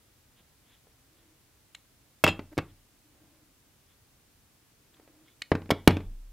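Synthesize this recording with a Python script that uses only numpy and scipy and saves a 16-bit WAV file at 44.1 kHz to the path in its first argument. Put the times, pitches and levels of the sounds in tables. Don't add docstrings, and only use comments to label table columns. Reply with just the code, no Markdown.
import sys
import numpy as np
from scipy import signal
from scipy.fft import rfft, irfft, next_fast_len
from scipy.io import wavfile
from scipy.ndimage import map_coordinates

SR = 44100
rng = np.random.default_rng(int(sys.argv[2]) if len(sys.argv) > 2 else 0)


def to_wav(s):
    ch = np.atleast_2d(s).T
    pcm = np.round(np.clip(ch, -1, 1) * 32767)
    wavfile.write(sys.argv[1], SR, pcm.astype(np.int16))


N = 278712

# t/s, thud/dB, thud pitch/Hz, roll from tip to heel/s, snap/dB, ring/dB
SMALL_LANDING = [(2.2395, -17, 499, .006, -27.5, -15.5), (2.266, -22.5, 935, .006, -58, -48),
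                 (2.2765, -31, 331, 0.0037, -50, -19), (2.2833, -26.5, 331.4, .015, -46, -25),
                 (2.5781, -23.5, 255, .005, -43.5, -56), (2.587, -30, 950, 0.005, -75, -47.5)]
LARGE_LANDING = [(5.5172, -18.5, 331, 0.0014, -53, -55.5), (5.705, -19.5, 443, 0.014, -34.5, -29),
                 (5.8753, -9, 282, .003, -25, -24.5)]
# f/Hz, level/dB, t60/s
LARGE_MODES = [(2173, 13, 0.066), (2440, -0.5, .03), (3890, -14, 0.2), (4050, -16, .14), (5140, 5, 0.036),
               (7923, -18, .03), (10900, -13.5, .03)]
# f/Hz, level/dB
CLACK_SPECTRUM = [(150, -23), (600, 1.5), (1100, 1.5), (1650, 0.5), (2200, 3), (3600, -7.5), (5000, -13),
                  (7000, -35.5), (16000, -52.5)]


def small_pliers():
    # f/Hz, level/dB, t60/s
    modes = [(1974, -16, 0.12), (2574, -3.5, 0.13), (2664, 10, 0.11), (2790, -6.5, 0.093), (2850, -8, .08),
             (3237, -10, 0.14), (3320, -10, 0.15), (3690, -8.5, 0.071), (4100, -20, .16),
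             (4960, -17.5, 0.0894), (5320, -16, 0.063), (6995, -20.5, .15), (7810, -17.5, 0.082),
             (9167, -27.5, 0.062), (12807, -39.5, .04)]

    def steel():
        return blow(ring(modes, blur_hz=9))
    return landing(SMALL_LANDING, steel, heel_db=-5, wet_db=-14)


def large_pliers():
    # f/Hz, level/dB
    rattle = [(1500, -18), (2700, -8), (3200, 2.5), (3450, 10), (4200, -19), (5300, -8.5), (7000, -36),
              (12000, -53.5)]

    def steel():
        buzz = burst(rattle, t60=0.017) + amp(-18.5) * burst(rattle, t60=0.36)
        return buzz + amp(-4) * blow(ring(LARGE_MODES, blur_hz=39.9))
    return landing(LARGE_LANDING, steel, heel_db=-0.5, wet_db=-14)


def landing(blows, steel, heel_db, wet_db, heel_pitch_ratio=0.42):
    # share of the roll, level/dB
    chatter = [(0, -7.5), (.26, -1.5), (0.548, -7)]
    out = np.zeros(N)
    for s, thud_db, pitch_hz, roll_s, snap_db, ring_db in blows:
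        clack_db = thud_db - 3 + 0.27 * (ring_db - thud_db)
        tip = amp(thud_db) * thud(pitch_hz)
        heel = amp(thud_db + heel_db) * thud(heel_pitch_ratio * pitch_hz, bench_db=-11)
        sound = tip + delayed(heel, roll_s)
        for share, db in chatter:
            clack = amp(clack_db) * burst(CLACK_SPECTRUM, t60=0.025)
            clash = clack + snap(snap_db) + amp(ring_db) * steel()
            sound += amp(db) * delayed(clash, share * roll_s)
        add(out, s, in_room(sound, wet_db))
    return out


def thud(pitch_hz, bench_db=-7, clatter_db=-9):
    # f/Hz, level/dB, t60/s
    bench_modes = [(92, -5.5, 0.41), (158.5, -4, 0.16), (187.6, -11, 0.27), (291.1, -1.5, 0.15),
                   (324.4, -6, 0.27), (442, -3, 0.14), (487, -4, 0.033), (560.4, -8, 0.089),
                   (635.3, -11, 0.053), (830, -5.5, 0.092), (1085, -10, 0.14), (1220, -9, 0.078)]
    # f/Hz, level/dB
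    dense_modes = [(45, -21.5), (85, 2), (160, -4.5), (290, 2), (450, -0.5), (700, -4), (1100, -7.5),
                   (1700, -13.5), (4000, -31), (9000, -60)]
    t = age()
    phase = 2 * np.pi * pitch_hz * t
    displacement = np.sin(phase) * (1 - np.exp(-phase)) * np.exp(-0.36 * phase)
    swing = np.diff(displacement, prepend=0)
    force = phase ** 2 * np.exp(-2 * phase)
    top = signal.fftconvolve(force, ring(bench_modes, blur_hz=0.82, scatter_phase=0.53))[:len(t)]
    clatter = burst(dense_modes, t60=0.07)
    return -blow(blow(swing) + amp(bench_db) * blow(top) + amp(clatter_db) * clatter)


def snap(db, hard_db=-32, dulling=0.42):
    # f/Hz, level/dB
    crack = [(1500, -26), (4000, 0.5), (6000, -1), (8000, -1.5), (10000, -6), (12000, -1.5), (14000, -7),
             (16000, -7.5)]
    slope_db = max(dulling * min(db - hard_db, 0), -12)
    spectrum = [(hz, level + slope_db * np.log2(max(hz / 6000, 1))) for hz, level in crack]
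    return amp(db) * burst(spectrum, t60=0.019)


def ring(modes, blur_hz, scatter_phase=2):
    hz, db, t60 = np.transpose(modes)[:, :, None]
    strength_db, phase = rng.standard_normal((2, len(hz), 1))
    t = age()
    steps = rng.standard_normal((len(hz), len(t)))
    jitter = np.cumsum(steps, axis=1) * np.sqrt(2 * np.pi * blur_hz / SR)
    envelope = amp(db + strength_db - 60 * t / t60)
    return np.sum(envelope * np.cos(2 * np.pi * hz * t + scatter_phase * phase + jitter), axis=0)


def burst(spectrum, t60):
    t = age()
    spray = rng.standard_normal(len(t)) * amp(-60 * t / t60)
    return blow(coloured(spray, spectrum))


def settling(clack_db=-12, snap_db=-29.5):
    # t/s, thud/dB
    taps = [(2.393, -33.5), (2.571, -40.5), (5.552, -25.5), (5.6189, -43.5), (5.6585, -48), (5.693, -39),
            (5.9077, -23.5), (5.9689, -27.5), (6.005, -41.5)]
    out = np.zeros(N)
    for s, db in taps:
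        tap = thud(pitch_hz=190) + amp(clack_db) * burst(CLACK_SPECTRUM, t60=0.025)
        add(out, s, in_room(amp(db) * tap + snap(db + snap_db), wet_db=-10.5))
    return out


def joint(play_s=0.0018, touch_db=-4):
    # t/s, click/dB, ring/dB
    clicks = [(1.75, -45, -58.5), (5.282, -82, -65), (5.4206, -35.5, -46.5)]
    # f/Hz, level/dB
    spectrum = [(200, -19), (700, -19.5), (1150, -6.5), (2100, -2.5), (3200, 0), (3900, 4.5), (5200, -19.5),
                (7600, -8.5), (9500, -24), (11000, -28), (16000, -35)]
    out = np.zeros(N)
    for s, click_db, ring_db in clicks:
        touch, click = (amp(click_db) * burst(spectrum, t60=0.011) for _ in range(2))
        steel = amp(ring_db) * blow(ring(LARGE_MODES, blur_hz=10))
        sound = amp(touch_db) * touch + delayed(click + steel, play_s)
        add(out, s - play_s, in_room(sound, wet_db=-15.5))
    return out


def handling():
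    # t/s, tick/dB, bump/dB, bump pitch/Hz
    nudges = [(0.406, -88, -61, 127), (.87, -74, -62.5, 398), (3.24, -85, -59, 149),
              (4.968, -66, -70.5, 300), (4.998, -67, -57, 338), (5.077, -66, -59, 350)]
    # centre t/s, half-length/s, level/dB
    slides = [(.39, 0.042, -66), (.72, 0.093, -66.5), (1.19, .08, -73.5), (2.70, 0.032, -69),
              (3.91, .06, -72.5), (4.945, 0.01, -63), (5.29, 0.066, -68)]
    # centre t/s, half-length/s, level/dB
    rubs = [(1.22, 0.22, -69.5), (2.528, .02, -46), (3.25, 0.37, -66.5), (5.12, .35, -65.5)]
    # f/Hz, level/dB
    slide_spectrum = [(400, -22), (1400, -10), (2050, -11.5), (2600, -11), (3450, -3), (4000, -12),
                      (4700, -32), (12000, -30)]
    rub_spectrum = [(150, -37.5), (250, -12.5), (310, 5.5), (400, -18), (560, -12), (900, -20.5),
                    (1800, -23.5), (4000, -40)]
    out = np.zeros(N)
    for s, tick_db, bump_db, pitch_hz in nudges:
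        nudge = amp(tick_db) * burst(CLACK_SPECTRUM, t60=0.037) + amp(bump_db) * thud(pitch_hz)
        add(out, s, in_room(nudge, wet_db=-8))
    for strokes, spectrum in ((slides, slide_spectrum), (rubs, rub_spectrum)):
        for s, half_s, db in strokes:
            swell = np.hanning(round(2 * half_s * SR))
            grit = rng.standard_normal(len(swell)) * rng.exponential(size=len(swell))
            add(out, s - half_s, amp(db) * swell * unit(coloured(grit, spectrum)))
    return out


def microphone_stand(sway_hz=33, sway_db=-35, rise_s=0.02, t60=1.3):
    # t/s, level/dB
    push = (6.05, -36)
    t = np.arange(N) / SR
    drift = 0.12 * map_coordinates(rng.standard_normal(128), [t * 12])
    swing = np.sqrt(2) * np.sin(2 * np.pi * np.cumsum(sway_hz * (1 + drift)) / SR)
    kicks = [(s, thud_db + sway_db) for s, thud_db, *_ in SMALL_LANDING + LARGE_LANDING] + [push]
    power = np.zeros(N)
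    for s, db in kicks:
        since = np.maximum(t - s, 0)
        rise = np.minimum(since / rise_s, 1)
        power += (rise * amp(db - 60 * since / t60)) ** 2
    return np.sqrt(power) * swing


def in_room(x, wet_db, gap_s=0.005):
    # f/Hz, t60/s
    decay = [(80, 0.58), (300, 0.24), (1000, 0.29), (3500, 0.23), (6000, 0.16), (14000, 0.41)]
    # f/Hz, level/dB
    spectrum = [(40, -14), (120, -3.5), (400, 1), (1000, -0.5), (4400, -0.5), (5800, -3), (14000, -14)]
    hz, t, bands = signal.stft(rng.standard_normal(SR // 2), SR, nperseg=256)
    tail = signal.istft(bands * amp(-60 * t / along(decay, hz)[:, None]), SR, nperseg=256)[1]
    tail = coloured(tail / np.linalg.norm(tail), spectrum)
    echo = signal.fftconvolve(x, np.pad(tail, (round(gap_s * SR), 0)))[:len(x)]
    return x + amp(wet_db) * echo


def noise_floor(level_db=-65):
    # f/Hz, level/dB
    spectrum = [(18, -34.5), (30, -3.5), (130, -1), (173, -9.5), (299, -7), (359, -12.5), (432, -13),
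                (656, -17), (3490, -21), (15500, -24.5)]
    # f/Hz, side minus mid/dB
    width = [(60, -10), (180, -13), (550, -4), (1650, -3.5), (4970, -1), (15000, 0.5)]
    mid, side = (unit(coloured(noise, spectrum)) for noise in rng.standard_normal((2, N)))
    side = coloured(side, width)
    return amp(level_db) * np.array([mid + side, mid - side])


def delayed(x, s):
    return np.pad(x, (round(s * SR), 0))[:len(x)]


def scene():
    tools = small_pliers() + large_pliers() + settling() + joint() + handling()
    return tools + microphone_stand() + noise_floor()


def record(dry, top_hz=15800):
    m = next_fast_len(N + SR // 2)
    lowpass = 1 / (1 + (np.fft.rfftfreq(m, 1 / SR) / top_hz) ** 120)
    return irfft(rfft(np.clip(dry, -1, 1), m) * lowpass, m)[..., :N]


def amp(db):
    return 10 ** (np.asarray(db) / 20)


def unit(x):
    return x / np.sqrt(np.mean(x ** 2) + 1e-20)


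def blow(x):
    return x / np.sqrt(np.sum(x ** 2) / (SR / 100) + 1e-20)


def along(points, hz):
    f, v = np.transpose(points)
    return np.interp(np.log(hz + 1), np.log(f), v)


def age():
    return np.arange(SR // 2) / SR


def add(track, s, x):
    start = round(s * SR)
    track[..., start:start + x.shape[-1]] += x[..., :max(N - start, 0)]


def coloured(x, points):
    m = 2 * next_fast_len(x.shape[-1])
    cepstrum = irfft(np.log(amp(along(points, np.fft.rfftfreq(m, 1 / SR)))))
    cepstrum[1:m // 2] *= 2
    cepstrum[m // 2 + 1:] = 0
    return irfft(rfft(x, m) * np.exp(rfft(cepstrum)), m)[..., :x.shape[-1]]


dry = scene()
out = record(dry)
to_wav(out)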